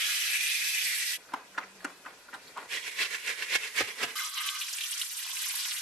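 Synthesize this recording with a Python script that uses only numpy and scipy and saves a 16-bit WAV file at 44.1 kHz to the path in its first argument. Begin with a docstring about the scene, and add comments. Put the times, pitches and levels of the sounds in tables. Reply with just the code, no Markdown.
"""Washing a car's wheel arch in a garage, in four short scenes that follow each other abruptly.
First a foam lance hisses and whistles, its flecks exciting the hollow of the arch. Next a wet brush knocks
between the spring coils, each impact leaving a damped ring amid crackling lather. Then bristles scrub the
plastic liner to and fro, friction driving its modes. Last a water jet rinses the brake disc, which rings
under the drops until the jet leaves its rim, and water patters onto the floor mat."""
import sys
import numpy as np
from scipy import signal
from scipy.fft import rfft, irfft, next_fast_len
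from scipy.io import wavfile
from scipy.ndimage import uniform_filter1d

SR = 44100
rng = np.random.default_rng(int(sys.argv[2]) if len(sys.argv) > 2 else 0)


def store_pcm(level_fs):
    """Save levels as 16-bit WAV."""
    pcm = np.round(np.clip(level_fs, -1, 1) * 32767).astype(np.int16)
    wavfile.write(sys.argv[1], SR, np.atleast_2d(pcm).T)


N = 256220
TIME = np.arange(N) / SR
PADDED = next_fast_len(N + 4096)
BIN_HZ = np.maximum(np.fft.rfftfreq(PADDED, 1 / SR), 1)
SIDES = np.array([[.5], [-.5]])  # splits a left-right level difference between the channels
FOAM_END_S, COILS_END_S, SCRUB_END_S = 1.163, 2.68, 4.155

# Brush impacts on the coils: t/s, level/dB, contact/s, relative thud/dB, relative crack/dB,
# crack delay/s, squelch f/Hz, drag level/dB
COIL_IMPACTS = [(1.3325, -21.5, 0.011, -12.5, -19, 0.0012, 850, -44.5),
                (1.576, -20, 0.0095, -13, -29, 0.0032, 1510, -45),
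                (1.843, -24.5, 0.0098, -4, 0, 0.0012, 1510, -46.5),
                (2.058, -31, 0.0073, -17, -27, 0.001, 1560, -49.5),
                (2.323, -31, 0.031, -15, -5, 0.011, 1540, -55),
                (2.572, -26.5, 0.0084, -32, -7, 0.001, 980, -42.5)]
# Scrubbing strokes: t/s, push level/dB, pull delay/s, pull level/dB
SCRUB_STROKES = [(2.752, -30, 0.12, -35.5), (3.026, -26, 0.11, -32.5), (3.297, -28.5, 0.12, -32.5),
                 (3.543, -25.5, 0.1, -33), (3.797, -24, 0.087, -38), (4.03, -27.5, 0.063, -39.5)]
# Brush impacts on the liner: t/s, thump level/dB, contact/s, snap level/dB
LINER_IMPACTS = [(2.875, -64, 0.0064, -37), (3.012, -55, 0.017, -32), (3.045, -59, 0.011, -36),
                 (3.143, -68, 0.0093, -30.5), (3.422, -53, 0.0037, -29.5), (3.548, -35.5, 0.012, -23.5),
                 (3.802, -24.5, 0.014, -51), (4.027, -29.5, 0.014, -28)]
# Low modes of the liner: f/Hz, bandwidth/Hz, level/dB
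LINER_LOW_MODES = [(258, 25, 3.9), (377, 46, 7.3), (458, 34, 6.8), (686, 31, 8.6), (855, 60, 6.5),
                   (992, 16, 12.4), (1250, 210, 6.9)]


def foam_lance():
    """Shot noise: countless flecks sum to a hiss and excite the arch; a howl sinks as the spray thins."""
    # Spray: t/s, level/dB, tilt/(dB/octave), relative hollow/dB, howl f/Hz, relative howl/dB
    flow = [(0.0, -28.5, -0.6, -10.5, 3300, -9.5), (0.17, -31.5, 1, -8, 3050, -8.5),
            (0.33, -32, 0.8, -4, 2750, -9), (0.514, -32.5, 1.5, -4, 2520, -9),
            (0.74, -32, 0.7, -10.5, 2450, -9), (0.88, -32, 1.1, -13, 2280, -7.5),
            (1.14, -33, 0.5, -15, 1980, -16)]
    spectrum = [(100, -50), (184, -41.5), (500, -30), (1080, -27.5), (1300, -19.5), (1560, -12.5),
                (1700, -4), (2550, -5.5), (2940, -6), (6240, -9.5), (6770, -16), (7300, -11),
                (13000, -13.5)]  # hiss: f/Hz, level/dB
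    coherence = [(530, 1), (1560, 0.48), (4620, 0.18)]  # likeness of the sides: f/Hz, coherence
    balance = [(230, -5), (910, 7.5), (3520, -2.5), (13700, -3.5)]  # direction: f/Hz, left-right/dB
    arch_modes = [(2030, 200, -12.5), (2405, 106, -6), (3480, 590, -15), (6330, 140, -15)]  # hollow of the arch: f/Hz, bandwidth/Hz, level/dB
    whistle_note = [(0.03, 2545, -16), (0.22, 2570, -9), (0.34, 2590, -7.5), (0.46, 2605, -4),
                    (0.57, 2590, -11), (0.71, 2635, -5), (0.79, 2635, -16)]  # nearly steady whistle of the lance: t/s, f/Hz, relative level/dB
    level_db, tilt_db, hollow_db, howl_hz, howl_db = in_time(flow)
    whistle_hz, whistle_db = in_time(whistle_note)
    hiss = colour(grains(per_s=25000, spread_db=2.5), spectrum, at_bins(coherence), at_bins(balance))
    flecks = widen(grains(per_s=21000, spread_db=5), alike=0.22)
    hollow = from_db(hollow_db) * rms_one(resonate(flecks, arch_modes))
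    fullness = from_db(-18) * swell(0.032, rise=0.5, fall=0.34) * rms_one(band(flecks, 1250, 1550))
    howl = from_db(howl_db) * narrow_noise(howl_hz, width_hz=450, alike=0.69)
    whistle = from_db(whistle_db) * narrow_noise(whistle_hz, width_hz=60, alike=0.5)
    spray = from_db(0.5) * hiss + hollow + fullness + howl + whistle
    spray = flutter(spray, depth_db=1.3, rate=45, tilt_db=tilt_db)
    return spray * from_db(level_db + 0.75 * drift(rate=180)) * during(-1, FOAM_END_S, fade=0.027)


def coil_knocks():
    """Impact excitation: the brush jams on the spring with a damped ring, squelch, thud and crack."""
    coil_modes = [(298, 32, -5), (332, 220, -5.5), (506, 290, -2), (790, 51, 7.5), (904, 45, 9.5),
                  (1015, 44, 8.5), (1220, 62, 8.5), (1390, 87, 5.5), (1510, 100, -7), (1590, 150, 3),
                  (2170, 83, -0.5), (2680, 280, -6.5)]  # coil and brush handle: f/Hz, bandwidth/Hz, level/dB
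    out = np.zeros((2, N))
    for s, db, length, thud_db, crack_db, crack_lag, hz, _ in COIL_IMPACTS:
        blow = chatter(length, alike=1)
        ring = from_db(-9.5) * peak_one(resonate(blow, coil_modes))
        squelch = from_db(-10) * burst(length, hz * 0.954, hz * 1.21, alike=0.99)
        thud = from_db(thud_db - 7.5) * peak_one(band(blow, 260, 420))
        crack = from_db(crack_db - 16.5) * burst(length * 0.65, 2720, 9800, alike=0.64)
        add(out, s, from_db(db) * (ring + squelch + thud))
        add(out, s + crack_lag, from_db(db) * crack)
    return out * from_db(0.46 * SIDES)


def scrubbing():
    """Stick-slip friction: bristles rasp on the wet liner, and pressure makes the panel boom."""
    spectrum = [(150, -45), (403, -21), (761, -31), (970, -8), (1310, -12), (1610, -7.5), (1940, 4.5),
                (2610, -2.5), (4400, -5.5), (4740, -12), (5020, -7), (6760, -13), (7710, -14.5),
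                (13000, -30)]  # flicking bristles: f/Hz, level/dB
    coherence = [(530, 0.96), (1560, 0.81), (4620, 0.33), (13700, 0.04)]  # likeness of the sides: f/Hz, coherence
    balance = [(530, 4), (1560, -5), (4620, -2), (13700, -22)]  # direction: f/Hz, left-right/dB
    ticks = [(3.2995, -40, 12000), (3.552, -32, 5050), (3.556, -35, 9600), (3.807, -41, 11000),
             (3.8494, -43, 12300)]  # single bristles flicking free: t/s, level/dB, f/Hz
    boom_db, boom_db_per_s, settle_s = -12, 34, 0.049
    rub = stroke_force()
    last_stroke_s = SCRUB_STROKES[-1][0]
    press = rub * from_db(boom_db + boom_db_per_s * np.minimum(TIME - last_stroke_s, 0))
    flicks = colour(grains(per_s=6000, spread_db=1.5), spectrum, at_bins(coherence), at_bins(balance))
    panel = rms_one(liner(widen(grains(per_s=6000, spread_db=3.5), alike=0.55)))
    rasp = flutter(from_db(-4.5) * flicks + from_db(-6) * panel, depth_db=1.7, rate=70)
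    catches = from_db(-18) * crackle(6000, 14000, per_s=350, spread_db=3, alike=0.3)
    shudder = widen(grains(per_s=5500, spread_db=2.5), alike=0.92)
    boom = rms_one(resonate(shudder, LINER_LOW_MODES))
    cavity = from_db(-20.5) * rms_one(resonator(shudder, hz=445, width_hz=120))  # behind the liner
    fizz = from_db(-51) * crackle(4200, 12400, per_s=3100, spread_db=1.5, alike=0.054)
    out = (rub * (rasp + catches + cavity) + press * boom) * from_db(drift(rate=230)) + fizz
    for s, thump_db, length, snap_db in LINER_IMPACTS:
        add(out, s, liner_bump(thump_db, length, snap_db))
    for s, db, hz in ticks:
        add(out, s, from_db(db) * burst(0.003, hz * 0.72, hz * 1.5, alike=0.4))
    settling = during(COILS_END_S + settle_s / 4, np.inf, fade=settle_s)
    return out * settling * during(-1, SCRUB_END_S, fade=0.013)


def stroke_force():
    """Friction envelope: ever briefer pushes and pulls add in power; each bump stalls the brush."""
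    hurry_per_s, stall_loss_db = 0.33, 11
    power = from_db(-47.5) ** 2  # light steady contact
    for s, push_db, pull_lag, pull_db in SCRUB_STROKES:
        shrink = np.exp(-hurry_per_s * (s - SCRUB_STROKES[0][0]))
        push = from_db(push_db) * swell(s, rise=0.052 * shrink, fall=0.043 * shrink)
        pull = from_db(pull_db) * swell(s + pull_lag, rise=0.047 * shrink, fall=0.059 * shrink)
        power = power + push ** 2 + pull ** 2
    stall = sum(swell(s + 0.032, rise=0.003, fall=0.003) for s, *_ in LINER_IMPACTS)
    return np.sqrt(power) * from_db(-stall_loss_db * stall)


def liner(x):
    """Modal response of the ribbed plastic panel; the moving brush favours different modes in turn."""
    panel_modes = [(1673, 44, 8, -24), (1770, 78, 9, -8), (2220, 115, 9.5, -12.5), (2580, 410, 11.5, 3.5),
                   (3270, 69, 1, -19), (4660, 150, -6.5, -28)]  # upper modes: f/Hz, bandwidth/Hz, level/dB, left-right/dB
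    out = 0
    for hz, width, db, side_db in panel_modes:
        favour_db = 3.5 * drift(rate=14)[:x.shape[1]]
        out = out + resonator(x, hz, width) * from_db(db + favour_db + side_db * SIDES)
    return out


def liner_bump(thump_db, length, snap_db):
    """Impact on a panel: its low modes thump, the whole liner flexes, and the bristles snap."""
    modes = peak_one(resonate(chatter(length, alike=0.89), LINER_LOW_MODES))
    body = from_db(1.5) * burst(length, 305, 514, alike=1)
    flex = from_db(-18.5) * burst(length * 2, 87, 160.4, alike=0.73)
    snap = peak_one(liner(chatter(length, alike=0.95)))
    return from_db(thump_db - 7.5) * (modes + body + flex) + from_db(snap_db) * snap


def rinsing():
    """Random forcing: drops splash on the brake disc and drive its modes, far less once off the rim."""
    jet = [(4.16, -37, -3), (4.19, -34.5, -4.5), (4.26, -37, -5.5), (4.325, -42.5, -4.5),
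           (4.378, -34.5, -6.5), (4.42, -36.5, -6.5), (4.488, -35.5, -5), (4.524, -40.5, -4),
           (4.624, -35.5, -5.5), (4.644, -39, -4.5), (4.982, -37, -4), (5.022, -36, -3), (5.078, -41, -3),
           (5.448, -35, -4.5), (5.708, -35.5, -4), (5.8, -38, -4.5)]  # water jet: t/s, level/dB, treble/dB
    spectrum = [(100, -39), (408, -43), (866, -22.5), (959, -20), (1180, -13), (1700, -5), (2550, -2.5),
                (6000, -1.5), (6770, -4.5), (7350, -2.5), (11300, -3.5), (13000, -4.5)]  # splash: f/Hz, level/dB
    coherence = [(910, 1), (3520, 0.29), (13700, 0.044)]  # likeness of the sides: f/Hz, coherence
    balance = [(910, 0.22), (13700, -2)]  # direction: f/Hz, left-right/dB
    leaves_rim_s, off_rim_loss_db, neutral_treble_db = 4.66, 20, -3.5
    level_db, treble_db = in_time(jet)
    off_rim = during(leaves_rim_s, np.inf, fade=0.18)
    disc_db = level_db - 3.5 - off_rim_loss_db * off_rim
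    splash_db = level_db + 1.5 + off_rim  # 1 dB more splash off the rim
    drops = colour(grains(per_s=6600, spread_db=2), spectrum, at_bins(coherence), at_bins(balance))
    drops = flutter(drops, depth_db=3.2, rate=90, tilt_db=treble_db - neutral_treble_db)
    splash = drops * from_db(splash_db + 0.45 * drift(rate=210))
    ring = from_db(disc_db) * brake_disc(widen(grains(per_s=4800, spread_db=3.5), alike=0.88))
    out = splash + (ring + spits()) * from_db(-2 * SIDES)
    return out * during(SCRUB_END_S, np.inf, fade=0.005)


def brake_disc(x):
    """Plate modes of iron, damped by a water film; the wandering jet favours each in turn."""
    disc_modes = [(980, -48), (1141, -41.5), (1238, -38.5), (1319, -41.5), (1556, -43.5), (2112, -41),
                  (2842, -46), (3036, -44), (3230, -42.5), (3450, -45), (3950, -45), (5810, -45)]  # resonances of the disc: f/Hz, relative level/dB
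    ring = sum((-1) ** k * resonator(x, hz, width_hz=20) * from_db(db + 2.2 * drift(rate=15))
               for k, (hz, db) in enumerate(disc_modes))
    return rms_one(band(ring, 900, 6800))


def spits():
    """Jet break-up: edges and bolt holes throw off brief noise bands, with lesser ones at random."""
    edge_spits = [(4.204, -38, 1370), (4.247, -39, 7800), (4.378, -33, 3500), (4.401, -44, 8850),
                  (4.463, -40, 9300), (4.553, -38, 2620), (4.615, -32.5, 2950), (4.682, -38, 2220),
                  (4.732, -36, 6100), (4.783, -37, 2920), (4.81, -33, 3300), (4.838, -34.5, 3260),
                  (4.916, -39, 9500), (5.014, -30, 3330), (5.017, -36, 9000), (5.169, -37, 9200),
                  (5.315, -39.5, 3190), (5.37, -37, 2560), (5.435, -38, 3540), (5.484, -34, 9900),
                  (5.649, -36.5, 3300)]  # the jet catches an edge: t/s, level/dB, f/Hz
    lesser_per_s, lesser_db, middle_hz = 12, -39.5, 5500
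    spatter = band(widen(grains(per_s=18000, spread_db=3), alike=0.95), 1240, 15000)
    rinse_s = N / SR - SCRUB_END_S
    draws = rng.uniform(-1, 1, (round(lesser_per_s * rinse_s), 2))
    lesser = [(SCRUB_END_S + rinse_s * abs(when), lesser_db, middle_hz * 2 ** octave)
              for when, octave in draws]
    return sum(from_db(db) * swell(s, rise=0.003, fall=0.01) * rms_one(band(spatter, hz * .82, hz * 1.195))
               for s, db, hz in [*edge_spits, *lesser])


def surges():
    """Shot noise of coarse drops swells and breaks off as the jet digs into a bank of foam."""
    swells = [(4.203, -41, 0.018, 0.014), (4.49, -33.5, 0.04, 0.01), (5.595, -41, 0.022, 0.034),
              (5.715, -42, 0.027, 0.0089)]  # surges of spray: t/s, level/dB, rise/s, fall/s
    drops = crackle(2400, 4000, per_s=2900, spread_db=5.5, alike=0.6)
    return drops * sum(from_db(db) * swell(s, rise, fall) for s, db, rise, fall in swells)


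def bristle_snaps():
    """Elastic release: a bent tuft lets go of the coil with a bright click."""
    snaps = [(1.3378, -42), (1.5808, -46), (1.5855, -44.5), (1.8483, -39.5)]  # releases at the height of a knock: t/s, level/dB
    decay_s = 0.0012
    out, t = np.zeros((2, N)), np.arange(SR // 20) / SR
    for s, db in snaps:
        click = widen(rng.standard_normal((2, len(t))), alike=1) * np.exp(-t / decay_s)
        add(out, s, from_db(db) * peak_one(band(click, 1600, 7000)))
    return out


def wet_slaps():
    """Soft impact: a soaked tuft meets a coil, and the narrow noise band is heard as a pitched squelch."""
    slaps = [(1.285, -51, 0.014, 1410), (1.544, -50, 0.01, 1580), (1.628, -42.5, 0.0097, 1850),
             (1.802, -50.5, 0.01, 1560), (2.047, -46.5, 0.0076, 1360), (2.281, -48.5, 0.0124, 1320),
             (2.338, -47.5, 0.013, 3540), (2.467, -51, 0.02, 4130), (2.56, -38, 0.0149, 1040)]  # tufts landing around the knocks: t/s, level/dB, length/s, f/Hz
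    out = np.zeros((2, N))
    for s, db, length, hz in slaps:
        add(out, s, from_db(db) * burst(length, hz * 0.86, hz * 1.18, alike=0.99))
    return out


def lather():
    """Bubble noise: foam crackles softly, and squishes as the bristles drag past a coil after a knock."""
    squeeze = [(1.22, -52.5), (1.328, -54), (2.25, -53.5), (2.44, -52), (2.49, -49), (2.545, -53),
               (2.66, -49.5)]  # lather between the coils: t/s, level/dB
    spectrum = [(40, -33), (125, -10), (193, -8), (439, -1.5), (1020, -8), (1130, -14), (1240, -3),
                (2390, -5), (2600, -2), (2800, -9.5), (4300, -8), (13000, -16)]  # fizz: f/Hz, level/dB
    coherence = [(230, 1), (910, 0.93), (3520, 0.15)]  # likeness of the sides: f/Hz, coherence
    level_db, = in_time(squeeze)
    fizz = colour(grains(per_s=16000, spread_db=1), spectrum, at_bins(coherence))
    fizz = flutter(fizz, depth_db=1.8, rate=42)
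    fizz = fizz * from_db(level_db - 1.2) * during(FOAM_END_S, COILS_END_S, fade=0.037)
    bubbles = widen(grains(per_s=1800, spread_db=0), alike=0.83) * from_db(2.5 * drift(rate=140))
    drag = sum(from_db(db) * swell(s + 0.031, rise=0.039, fall=0.045) for s, *_, db in COIL_IMPACTS)
    return fizz + drag * rms_one(band(bubbles, 334.8, 1847.6))


def runoff():
    """Drop impacts on a soft surface: water streams off the disc and patters dully on the floor mat."""
    patter = crackle(867, 1110, per_s=700, spread_db=6, alike=0.84)
    return from_db(-55) * patter * swell(5.576, rise=0.4, fall=0.19)


def wheel_arch(x):
    """Comb filtering: echo paths off close panels shift as the tools move, so the treble shimmers."""
    bright = band(x, 1300, 18600)
    out = 0.88 * x
    for k, delay_s in enumerate(rng.uniform(0.001006, 0.008, size=8)):
        path_s = delay_s + 0.00007 * drift(rate=7)
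        out[k % 2] += from_db(-9.5) * np.interp(TIME - path_s, TIME, bright[k % 2], left=0)
    return out


def garage_reverb(x, t60_s=0.42):
    """Diffuse reverberation: dense, dull reflections of the bay decay exponentially."""
    t = np.arange(SR // 2) / SR
    tail = band(widen(rng.standard_normal((2, len(t))), alike=0.038), 148, 9100)
    tail = tail * from_db(-60 * t / t60_s) * (t > 0.006)
    return signal.fftconvolve(x, tail / np.sqrt(np.sum(tail ** 2) / 2), axes=1)[:, :N]


def background():
    """Ambient noise: a low room rumble, louder during the brush work, and a brief wavering hum."""
    spectrum = [(25, -7.5), (64, -9), (242, -7.5), (448, -2), (818, -4), (1000, 4), (1300, -17),
                (2200, -120)]  # room rumble: f/Hz, level/dB
    rumble = colour(rng.standard_normal((2, N)), spectrum, alike=0.89)
    rumble = rumble * (from_db(-74.5) + from_db(-69.5) * during(FOAM_END_S, SCRUB_END_S, fade=0.28))
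    hum_hz = 196 + 8 * drift(rate=20)
    hum = rms_one(np.sin(2 * np.pi * np.cumsum(hum_hz) / SR))
    return rumble + from_db(-66) * hum * during(1.5, 1.93, fade=0.19)


def grains(per_s, spread_db):
    """Poisson process: two streams of tiny clicks whose levels scatter by spread_db; rms 1."""
    sizes = from_db(spread_db * np.minimum(rng.exponential(1, (2, N)), 5))
    return rms_one(sizes * rng.choice([-1, 1], (2, N)) * (rng.random((2, N)) < per_s / SR))


def crackle(low_hz, high_hz, per_s, spread_db, alike):
    """Band-limited shot noise in stereo; rms 1."""
    return rms_one(band(widen(grains(per_s, spread_db), alike), low_hz, high_hz))


def chatter(length, alike):
    """Multiple contact: small impulses cluster round a hard one and fade over about `length` seconds."""
    t = np.arange(SR // 5) / SR
    contacts = rng.standard_normal((2, len(t))) * (rng.random(len(t)) < 0.2)
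    contacts[0, round(length * SR / 3)] += from_db(11)
    build = np.minimum(t / (0.42 * length), 1)
    return widen(contacts, alike) * build * np.exp(-np.minimum((t / length) ** 2, 20))


def burst(length, low_hz, high_hz, alike):
    """Band-limited transient: one cluster of contacts, its loudest 8 ms at rms 1."""
    return peak_one(band(chatter(length, alike), low_hz, high_hz))


def narrow_noise(pitch_hz, width_hz, alike):
    """Modulation: slow noise on a gliding carrier gives a narrow band around its pitch; rms 1."""
    noise = rng.standard_normal((2, N)) + 1j * rng.standard_normal((2, N))
    wander = signal.sosfilt(signal.butter(2, width_hz / 2, fs=SR, output="sos"), noise)
    carrier = np.exp(2j * np.pi * np.cumsum(pitch_hz) / SR)
    return rms_one(stereo(np.real(wander * carrier), alike))


def resonator(x, hz, width_hz):
    """A damped oscillator driven by x, with unit gain at resonance."""
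    r = np.exp(-np.pi * width_hz / SR)
    poles = [1, -2 * r * np.cos(2 * np.pi * hz / SR), r * r]
    return (1 - r * r) / 2 * signal.lfilter([1, 0, -1], poles, x + 1e-18)


def resonate(x, modes):
    """Superposition of modes (f/Hz, bandwidth/Hz, level/dB) with alternating sign."""
    return sum((-1) ** k * from_db(db) * resonator(x, hz, width) for k, (hz, width, db) in enumerate(modes))


def band(x, low_hz, high_hz):
    """Band-pass filtering."""
    return signal.sosfilt(signal.butter(2, [low_hz, high_hz], "band", fs=SR, output="sos"), x + 1e-18)


def colour(pair, spectrum, alike, balance_db=0):
    """Spectral shaping: two streams get a spectrum and a place between the ears; rms 1."""
    bins = stereo(rfft(pair, PADDED), alike) * from_db(at_bins(spectrum) + balance_db * SIDES)
    return rms_one(irfft(bins, PADDED)[:, :N])


def flutter(x, depth_db, rate, tilt_db=0):
    """Amplitude modulation: half-octave bands waver apart and tilt by tilt_db an octave about 3 kHz."""
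    octaves = np.arange(-2, 2.5, 0.5)
    bin_octave = np.log2(BIN_HZ / 3000)
    bins, out = rfft(x, PADDED), 0
    for octave, pick in zip(octaves, np.eye(len(octaves))):
        part = irfft(bins * np.interp(bin_octave, octaves, pick), PADDED)[:, :N]
        out = out + part * from_db(depth_db * drift(rate) + tilt_db * octave)
    return out


def stereo(pair, alike):
    """Mid-side mixing: two unrelated streams become left and right with coherence `alike`."""
    return np.sqrt(1 + alike) * pair[0] + np.sqrt(1 - alike) * pair[1] * np.array([[1], [-1]])


def widen(pair, alike):
    """Spatial coherence: left and right agree in the bass, and only as far as `alike` higher up."""
    side = signal.lfilter(*signal.butter(1, 1100, "high", fs=SR), pair[1] + 1e-18)
    return stereo([pair[0], side], alike)


def drift(rate):
    """Random modulation with rms 1 and about `rate` turns a second."""
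    knots = rng.standard_normal(4000)
    return rms_one(np.interp(TIME * rate, np.arange(len(knots)), knots))


def swell(s, rise, fall):
    """A rounded envelope that climbs to 1 at time s and dies away; times in seconds."""
    away = np.maximum((s - TIME) / rise, (TIME - s) / fall)
    return np.exp(-np.minimum(away, 10) ** 1.56) * (away < 10)


def during(start, end, fade):
    """A gate: 1 between two times, with linear fades."""
    return np.clip((TIME - start) / fade + 0.5, 0, 1) * np.clip((end - TIME) / fade + 0.5, 0, 1)


def in_time(rows):
    """Each column of a table over time, interpolated at every sample."""
    s, *columns = np.transpose(rows)
    return [np.interp(TIME, s, column) for column in columns]


def at_bins(points):
    """A table over log frequency, interpolated at every bin."""
    hz, value = np.transpose(points)
    return np.interp(np.log(BIN_HZ), np.log(hz), value)


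def from_db(db):
    """Decibels to amplitude ratio."""
    return 10 ** (np.asarray(db) / 20)


def rms_one(x):
    """Scale to an rms of 1."""
    return x / np.sqrt(np.mean(x ** 2) + 1e-20)


def peak_one(x):
    """Scale so that the loudest 8 ms have an rms of 1."""
    return x / np.sqrt(uniform_filter1d(np.mean(x ** 2, axis=0), size=350).max())


def add(out, s, sound):
    """Superpose a short sound at time s."""
    start = round(s * SR)
    out[:, start:start + sound.shape[1]] += sound[:, :N - start]


def scene():
    """Superposition: four jobs in turn inside the arch, with room reverberation on the brush work."""
    brushing = coil_knocks() + bristle_snaps() + wet_slaps() + lather() + scrubbing()
    direct = foam_lance() + brushing + rinsing() + surges() + runoff()
    return wheel_arch(direct) + from_db(-18) * garage_reverb(brushing) + background()


def record(dry):
    """Band limiting: a steep low-pass removes the top of the treble."""
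    cutoff_hz = 13080
    return signal.sosfilt(signal.ellip(12, 0.1, 80, cutoff_hz, fs=SR, output="sos"), dry)


dry = scene()
out = record(dry)
store_pcm(out)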